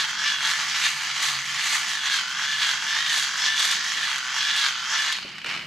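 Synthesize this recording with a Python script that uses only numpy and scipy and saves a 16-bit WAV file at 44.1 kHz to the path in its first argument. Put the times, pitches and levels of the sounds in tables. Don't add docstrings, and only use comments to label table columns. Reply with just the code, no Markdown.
import sys
import numpy as np
from scipy import signal
from scipy.fft import rfft, irfft, next_fast_len
from scipy.io import wavfile
from scipy.ndimage import uniform_filter1d, map_coordinates

SR = 44100
rng = np.random.default_rng(int(sys.argv[2]) if len(sys.argv) > 2 else 0)


def dump_mix(stems):
    frames = np.atleast_2d(stems).T
    limited = np.clip(frames, -1, 1)
    pcm = np.round(limited * 32767).astype(np.int16)
    wavfile.write(sys.argv[1], SR, pcm)


N = 249606
TIME = np.arange(N) / SR
TEETH = 12


def from_db(db):
    return 10 ** (np.asarray(db) / 20)


def rms_one(x):
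    return x / np.sqrt(np.mean(x ** 2) + 1e-20)


def in_time(rows):
    s, *columns = np.transpose(rows)
    return [np.interp(TIME, s, column) for column in columns]


def colour(x, spectrum):
    size = 2 * next_fast_len(N)
    hz, db = np.transpose(spectrum)
    grid = np.maximum(np.fft.rfftfreq(size, 1 / SR), 1)
    gain_db = np.interp(np.log(grid), np.log(hz), db)
    cepstrum = irfft(np.log(from_db(gain_db)))
    cepstrum[1:size // 2] *= 2
    cepstrum[size // 2 + 1:] = 0
    return irfft(rfft(x, size) * np.exp(rfft(cepstrum)))[..., :N]


def band(x, low, high):
    return signal.sosfilt(signal.butter(4, [low, high], "band", fs=SR, output="sos"), x)


def drift(rate):
    knots = rng.standard_normal(4000)
    return rms_one(np.interp(TIME * rate, np.arange(len(knots)), knots))


def clicks_at(times, sizes):
    samples = np.clip(np.round(np.asarray(times) * SR), 0, N).astype(int)
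    return np.bincount(samples, sizes, N + 1)[:N]


def random_clicks(per_s, spread_db):
    sizes = from_db(spread_db * np.clip(rng.standard_normal(N), -2, 2))
    return (rng.random(N) < per_s / SR) * sizes


def bursts(clicks, t60, texture=None):
    r = from_db(-60 / (t60 * SR))
    power = signal.lfilter([1], [1, -r * r], clicks ** 2 + 1e-18)
    return np.sqrt(power) * (rng.standard_normal(N) if texture is None else texture)


def even(x, span_s=0.072):
    local_power = uniform_filter1d(x ** 2, int(span_s * SR) + 1)
    return x / np.sqrt(np.maximum(local_power, 1e-12))


def resonance(x, hz, width_hz):
    turn = np.exp(2j * np.pi * np.cumsum(np.broadcast_to(hz, x.shape)) / SR)
    r = np.exp(-np.pi * width_hz / SR)
    return 2 * np.real(turn * signal.lfilter([1 - r], [1, -r], x / turn + 1e-18))


def stroke(s, length, attack_s, release_s):
    corners = [s - attack_s, s, s + length, s + length + release_s]
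    return np.interp(TIME, corners, [0, 1, 1, 0])


# (time [s], tooth contacts [per s])
SPEED = [(0, 570), (.1, 528), (.27, 587), (.34, 565), (.45, 555), (.56, 585), (.83, 935), (1.08, 745),
         (1.35, 675), (1.47, 682), (1.64, 776), (1.79, 756), (1.88, 705), (2.01, 562), (2.09, 563),
         (2.24, 502), (2.5, 583), (2.62, 567), (2.69, 539), (2.8, 544), (3.05, 642), (3.25, 537),
         (3.5, 590), (3.63, 569), (3.77, 618), (3.95, 670), (4.07, 567), (4.25, 504), (4.37, 560),
         (4.55, 577), (4.77, 498), (4.85, 518), (4.96, 581), (5.03, 578), (5.11, 592), (5.4, 180)]


def gear_speed(inertia_s=.03):
    return uniform_filter1d(in_time(SPEED)[0], int(inertia_s * SR))


def free_share(speed):
    return np.interp(speed, [628, 690], [0, 1])


# (time [s], hold [s], force [about 1 is full], bite [0-1])
PULLS = [(0.267, 0.018, 1.17, 0.77), (0.706, 0.089, 1.05, 0.07), (1.114, 0.01, 0.63, 0.2),
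         (1.554, 0.065, 0.61, 0.1), (1.89, 0.016, 0.66, 0), (2.44, 0.085, 0.87, 0.15),
         (2.9, 0.18, 0.94, 0.29), (3.442, 0.044, 1.3, 0.28), (3.88, 0.05, 0.94, 0.05),
         (4.42, 0.09, 1.05, 0.34), (4.968, 0.034, 1.17, 0.3)]
PULL_ATTACK_S, PULL_RELEASE_S = 0.17, 0.14


def pull_force(lead_s=0):
    return sum(force * stroke(s - lead_s, length, PULL_ATTACK_S, PULL_RELEASE_S)
               for s, length, force, _ in PULLS)


# (time [s], hold [s], force [about 1 is full], grit: tilt towards treble [dB], bite [0-1])
PUSHES = [(-0.035, 0.042, 0.92, -1, 0.54), (0.453, 0.068, 0.91, -1, 0.27), (0.848, 0.013, 0.83, -1.5, 0.4),
          (1.244, 0.052, 1, -1.3, 0.02), (1.636, 0.12, 1, -0.9, 0.15), (2.074, 0.1, 0.8, -1, 0.45),
          (2.622, 0.071, 0.85, -1.5, 0.45), (3.114, 0.11, 0.89, -0.3, 0.11),
          (3.598, 0.13, 1.02, -0.5, 0.25), (4.041, 0.072, 0.7, -1.3, 0.22), (4.58, 0.084, 0.8, -1, 0.47),
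          (5.092, 0.041, 0.7, -2, 0.03)]
BITE_ATTACK_S, BITE_RELEASE_S = 0.041, 0.047


def bite_share():
    strokes = [(s, length, bite) for s, length, _, _, bite in PUSHES]
    strokes += [(s, length, bite) for s, length, _, bite in PULLS]
    total = sum(bite * stroke(s, length, BITE_ATTACK_S, BITE_RELEASE_S) for s, length, bite in strokes)
    return np.clip(total, 0, 1)


def tooth_hits(turns, wear_db, chance_db, jitter_s):
    tooth = np.arange(int(turns[-1] * TEETH))
    wear = rng.standard_normal(TEETH)
    wear = rms_one(wear - wear.mean())
    chance = np.clip(rng.standard_normal((4000, 2)), -2, 2)[tooth]
    times = np.interp(tooth / TEETH, turns, TIME) + jitter_s * chance[:, 0]
    return clicks_at(times, from_db(wear_db * wear[tooth % TEETH] + chance_db * chance[:, 1]))


def flanks(turns, size=900):
    roughness = rng.standard_normal(size)
    return rms_one(map_coordinates(roughness, [turns % 1 * size], order=3, mode="grid-wrap"))


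FLANK_SHARE = .6


def loose_mesh(turns):
    hits = tooth_hits(turns, wear_db=1.8, chance_db=1.5, jitter_s=.00012)
    repeating = np.sqrt(FLANK_SHARE) * flanks(turns)
    scatter = repeating + np.sqrt(1 - FLANK_SHARE) * rng.standard_normal(N)
    return from_db(-3.5) * rms_one(hits) + rms_one(bursts(hits, t60=0.0086, texture=scatter))


USUAL_SPEED = 600


def backlash(speed):
    clacks = random_clicks(per_s=340 * speed / USUAL_SPEED, spread_db=2.0)
    blows = rms_one(bursts(clacks, t60=0.011)) + from_db(-4) * rms_one(clacks)
    return colour(blows, [(2200, -6.0), (4500, -8.0), (7000, 5.0), (12000, -16.0)])


# (frequency [Hz], gain [dB])
BITE_COLOUR = [(300, -36), (600, -33), (1100, -11), (1700, -3.5), (2400, -4), (3600, 3.5), (5000, -2),
               (6700, -8), (9000, -28), (15000, -47)]


def firm_teeth(turns):
    hits = tooth_hits(turns, wear_db=1.3, chance_db=1.8, jitter_s=.000045)
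    scatter = rms_one(bursts(hits, t60=.004))
    return rms_one(colour(scatter * from_db(-5) - rms_one(hits), BITE_COLOUR))


# (frequency [Hz], gain [dB])
CASING = [(300, -27.5), (500, -26.5), (700, -15), (1100, -2), (1550, -1), (2150, 2.5), (2550, 2.5),
          (3300, 4), (4400, -0.5), (5500, -2.5), (6700, -1.5), (8500, -20), (12000, -30.5), (15000, -37)]
# (frequency [Hz], width [Hz], level over the broad response [dB])
CASING_MODES = [(762, 14, 0.5), (887, 5.5, 7.5), (1090, 81, -16), (1170, 26, -8), (1387, 33, -1.5),
                (1530, 33, -19), (1743, 51, 3), (1910, 140, -9), (1997, 30, -2), (2070, 22, -5),
                (2300, 71, -14), (2940, 290, -2), (3105, 41, 5.5), (3480, 28, -25), (3363, 93, 5.5),
                (3890, 45, -4), (4336, 42, 1), (5270, 18, -6), (4656, 25, -3), (5970, 160, 4),
                (6256, 16, 9.5)]


def casing(x):
    out = x.copy()
    for hz, width, db in CASING_MODES:
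        r = np.exp(-np.pi * width / SR)
        poles = [1, -2 * r * np.cos(2 * np.pi * hz / SR), r * r]
        out += from_db(db) * (1 - r * r) / 2 * signal.lfilter([1, 0, -1], poles, x)
    return colour(out, CASING)


# (idle level [dB], added by a push [dB], by a pull [dB],
# by a doubling of speed [dB], lead on the pull [s], loss when coasting [dB per s])
CONTACT = [(-36.5, 5, 3.5, 0.5, 0.021, 68), (-40.5, 4.5, 3.3, 4, -0.032, 37),
           (-43.5, 8.5, 5.7, -5, 0.019, 64), (-40.5, 6.5, 4.7, 0, -0.021, 45),
           (-50, 10, 10.6, -3.5, 0.02, 70), (-43, 7.5, 4.4, 2, 0.035, 91), (-50, 12, 3.9, 6, -0.026, 74)]
PUSH_ATTACK_S, PUSH_RELEASE_S = 0.053, 0.1
BITE_DB = 5
STOP_S = 5.078


def contact_levels(speed, shared_db=0.95, own_db=1.0):
    pushes = [(force, grit_db, stroke(s, length, PUSH_ATTACK_S, PUSH_RELEASE_S))
              for s, length, force, grit_db, _ in PUSHES]
    push = sum(force * shape for force, _, shape in pushes)
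    grit = sum(grit_db * shape for _, grit_db, shape in pushes)
    unsteady_db, bite_db = shared_db * drift(30), BITE_DB * bite_share()
    coasting_s = np.maximum(TIME - STOP_S, 0)
    octaves = np.log2(speed / USUAL_SPEED) * (TIME < STOP_S)
    levels = []
    for row, tilt in zip(CONTACT, np.linspace(-1, 1, len(CONTACT))):
        idle_db, push_db, pull_db, speed_db, lead_s, fade_db_per_s = row
        push_power = from_db(push_db * push) ** 2
        pull_power = from_db(pull_db * pull_force(lead_s)) ** 2
        load = np.sqrt(np.maximum(push_power + pull_power - 1, 1))
        stroke_db = tilt * grit + bite_db * (-1 < tilt <= 0)
        motion_db = speed_db * octaves - fade_db_per_s * coasting_s
        levels.append(load * from_db(idle_db + stroke_db + motion_db + unsteady_db + own_db * drift(20)))
    return levels


# (frequency at the push [Hz], width [Hz],
# level [dB], time after the push when strongest [s], fade either way [s])
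SWEEPS = [(1910, 400, -11, -0.039, 0.26), (3630, 510, -7, -0.052, 0.16), (4100, 890, -11, 0.031, 0.12),
          (4210, 530, -6.5, 0.25, 0.19)]
SWEEP_OCTAVES_PER_S = 1.1


def sweeps(x):
    out = x.copy()
    for s, *_ in PUSHES:
        for hz, width_hz, db, peak_s, fade_s in SWEEPS:
            near = np.abs(TIME - s - peak_s) < fade_s
            if near.any():
                t = TIME[near] - s
                swell = np.cos(np.pi / 2 * (t - peak_s) / fade_s)
                rising_hz = hz * 2 ** (SWEEP_OCTAVES_PER_S * t)
                out[near] += from_db(db) * swell * resonance(x[near], rising_hz, width_hz)
    return out


# (order [cycles per pinion turn], relative level [dB], added by a full pull [dB])
WHINE_ORDERS = [(24, -48, 1), (27, -47, 1), (29, -48, 1), (32, -45, 1), (33, -43, 1), (35, -41, 1),
                (36, -38, 2.5), (48, -51, 2), (60, -53, 9), (62, -52, 8), (70, -48, 7), (72, -45, 11.5),
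                (84, -49, 7), (108, -54, 5)]
# (frequency [Hz], width [Hz], lift [dB])
WHEEL_RING = (1750, 91, 4.7)
WHINE_DB, FREE_LOSS_DB, WHINE_LAG_S = 1, 6, 0.033
WHINE_FLUTTER_DB, WHINE_WOBBLE_RAD = 1.6, .25


def whine(turns, turns_per_s):
    ring_hz, width_hz, ring_db = WHEEL_RING
    pull = pull_force(-WHINE_LAG_S)
    lines = 0
    for order, db, pull_db in WHINE_ORDERS:
        lift_db = ring_db / (1 + (2 * (order * turns_per_s - ring_hz) / width_hz) ** 2)
        phase = 2 * np.pi * order * turns + WHINE_WOBBLE_RAD * (drift(20) + drift(130))
        flutter_db = WHINE_FLUTTER_DB * (drift(25) + drift(140))
        lines = lines + from_db(db + pull_db * pull + lift_db + flutter_db) * np.sin(phase)
    level = from_db(WHINE_DB - FREE_LOSS_DB * free_share(turns_per_s * TEETH))
    return lines * level * np.interp(TIME, [5.1, 5.15], [1, 0])


CONTACT_EDGES_HZ = [250, 2100, 3100, 3700, 5000, 5750, 8000, 17000]
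ROTOR_POLES, BOUNCE_TEETH = 3, .13
COGGING_DB, WOBBLE_DB = 0.5, 0.7


def gears():
    speed = gear_speed()
    bounce = BOUNCE_TEETH * free_share(speed) * (drift(60) + drift(170))
    turns = (np.cumsum(speed) / SR + bounce) / TEETH
    friction = from_db(4.5) * band(rng.standard_normal(N), 4850, 14700)
    cogging_db = COGGING_DB * np.cos(2 * np.pi * ROTOR_POLES * turns)
    tug = from_db(cogging_db + WOBBLE_DB * np.cos(2 * np.pi * turns))
    loose = rms_one(casing(tug * (loose_mesh(turns) + backlash(speed) + friction)))
    bite = bite_share()
    shell = np.sqrt(1 - bite) * loose + np.sqrt(bite) * tug * firm_teeth(turns)
    grinding = 0
    for low, high, level in zip(CONTACT_EDGES_HZ, CONTACT_EDGES_HZ[1:], contact_levels(speed)):
        part = band(band(shell, low, high)[::-1], low, high)[::-1]
        grinding = grinding + level * even(part)
    return sweeps(grinding) + whine(turns, speed / TEETH)


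# (time [s], relative level [dB])
RUMBLE = [(0.0, -58), (5.11, -60.5), (5.19, -57.5), (5.42, -55.5), (5.5, -50.5), (5.66, -51)]
# (time [s], level before its wavering [dB])
DRONE = [(0, -60), (.9, -57.5), (.96, -53), (1.1, -58), (1.4, -48), (1.65, -62), (3.5, -62), (5.66, -74)]
# (frequency [Hz], gain [dB])
HUM_COLOUR = [(20, -28), (50, -17.5), (75, -17), (115, -8), (140, -4.5), (160, 1), (175, -6.5), (203, 2.5),
              (222, -8.5), (340, -9), (480, -22), (1500, -11.5), (12000, -39.5)]
DRONE_HZ = 138.5


def hum():
    rumble_db, drone_db = in_time(RUMBLE) + in_time(DRONE)
    mid, side = rms_one(colour(rng.standard_normal((2, N)), HUM_COLOUR))
    side = colour(side, [(30, -11), (90, -13), (140, -15), (210, -17.5), (330, -5.5)])
    rumble = from_db(rumble_db + 4.5) * (even(mid, span_s=0.14) + side * [[1], [-1]])
    drone_phase = 2 * np.pi * DRONE_HZ * TIME + 1.6 * drift(9)
    return rumble + from_db(drone_db + 2 * drift(15)) * np.sin(drone_phase)


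# (time [s], relative level [dB])
SNAPS = [(0.513, -11), (1.225, -4.5), (1.286, -16), (2.883, -21), (3.1285, -8.5), (3.135, -14),
         (3.177, -5.5), (3.1863, -10), (3.196, -8), (3.232, -13), (3.364, -26), (3.449, -16),
         (3.5947, -4.5), (3.602, -13), (3.644, -14), (3.6527, -4), (3.7073, -11), (3.713, -7.5),
         (3.726, -14), (4.181, -12.5), (4.5637, -9.5), (5.125, -9)]
# (frequency [Hz], width [Hz], level [dB])
SNAP_RING = (3820, 220, 4)


def snaps():
    s, db = np.transpose(SNAPS)
    slips = clicks_at(s, from_db(db))
    tick = from_db(-4.0) * slips + from_db(-15.5) * bursts(slips, t60=0.041)
    tick = colour(tick, [(300, -21), (600, -6), (1500, 0), (3500, 6.0), (7000, 2), (9000, -3), (15000, -20)])
    hz, width_hz, ring_db = SNAP_RING
    return tick + from_db(ring_db) * resonance(tick, hz, width_hz)


# (time [s], relative level [dB])
BUMPS = [(1.19, -47), (3.75, -50), (3.95, -50), (5.247, -46), (5.443, -44), (5.51, -51), (5.57, -53),
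         (5.63, -52)]
# (frequency [Hz], gain [dB])
BUMP_COLOUR = [(30, -28), (95, -21), (160, 1), (350, 5), (600, 1), (1200, -32)]


def bumps():
    s, db = np.transpose(BUMPS)
    return colour(bursts(clicks_at(s, from_db(db + 12.0)), t60=0.33), BUMP_COLOUR)


# (time [s], relative level [dB])
CREAK = [(5.26, -42.5), (5.34, -44.5), (5.43, -49.5), (5.458, -39), (5.5, -33.5), (5.56, -34), (5.66, -44)]
# (time [s], relative level [dB])
JERKS = [(5.153, -14), (5.186, -14), (5.208, -23), (5.227, -16.5), (5.357, -24), (5.382, -15), (5.386, -19),
         (5.402, -24), (5.4166, -17.5), (5.4448, -10.5), (5.4612, -11), (5.466, -13), (5.472, -14),
         (5.484, -16), (5.4913, -13), (5.499, -11), (5.511, -13), (5.524, -20), (5.541, -14), (5.5625, -21),
         (5.593, -20), (5.623, -19)]
# (frequency [Hz], gain [dB])
CREAK_COLOUR = [(150, -24), (350, -26), (600, -15), (1000, -8), (1500, -3.5), (2300, -2), (2600, -1),
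                (3020, -2), (3350, -8.5), (4200, -6.5), (5500, -13), (8000, -24), (15000, -47)]
# (frequency [Hz], width [Hz], level over the creak [dB])
GRIP_MODES = [(2290, 110, -3), (2980, 92, 3)]


def creaks():
    creak_db, = in_time(CREAK)
    slips = bursts(random_clicks(per_s=870, spread_db=0.5), t60=0.02)
    slips = even(colour(slips, CREAK_COLOUR), span_s=0.015)
    creak = slips * from_db(creak_db + 1.7) * np.interp(TIME, [5.17, 5.25], [0, 1])
    s, db = np.transpose(JERKS)
    jolts = clicks_at(s, from_db(db))
    jerks = colour(from_db(4.0) * jolts + from_db(-3) * bursts(jolts, t60=.028), CREAK_COLOUR)
    thin_ticks = from_db(-37) * bursts(jolts, t60=.01)
    rub = creak + jerks + thin_ticks
    return rub + sum(from_db(db) * resonance(rub, hz, width_hz) for hz, width_hz, db in GRIP_MODES)


# (time [s], level [dB])
KNOCK = (5.2495, -39.5)
# (frequency [Hz], 60 dB decay [s], level over the knock [dB])
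KNOCK_MODES = [(290, 0.049, -10), (400, 0.042, 0.5), (560, 0.038, 1)]


def knock():
    s, level_db = KNOCK
    t = np.maximum(TIME - s, 0)
    out = 0
    for hz, t60, db in KNOCK_MODES:
        decay_db = -60 * np.minimum(t / t60, 2)
        out = out + from_db(level_db + db + decay_db) * np.sin(2 * np.pi * hz * t)
    return out


def room(x, t60, wet_db, early_db):
    t = TIME[:SR // 2]
    tail = rng.standard_normal((2, len(t))) * from_db(-60 * t / t60) * (t > .006)
    scatter = rng.standard_normal(len(t)) * from_db(-60 * t / .06) * (t > .001)
    side = signal.fftconvolve(x, scatter / np.linalg.norm(scatter))[:N]
    side = colour(side, [(150, -55), (500, 11.0), (1150, -7.5), (1800, 6.0), (2800, 1.5), (4500, 5.5),
                         (6500, 7.0), (10000, 2.0), (14000, -37)])
    walls = signal.fftconvolve(x[None], tail / np.linalg.norm(tail[0]), axes=1)[:, :N]
    walls = colour(walls, [(200, -14.5), (5000, 8.0), (13000, -20.0)])
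    return x + from_db(early_db) * side * [[1], [-1]] + from_db(wet_db) * walls


def scene():
    dynamo = gears() + snaps() + bumps() + creaks() + knock()
    placed = room(dynamo, t60=0.15, wet_db=-12.5, early_db=-16.0) * from_db([[-.5], [.5]])
    return placed + hum()


CUTOFF_HZ = 15500


def record(dry):
    return signal.sosfilt(signal.ellip(10, .1, 90, CUTOFF_HZ, fs=SR, output="sos"), dry)


dry = scene()
out = record(dry)
dump_mix(out)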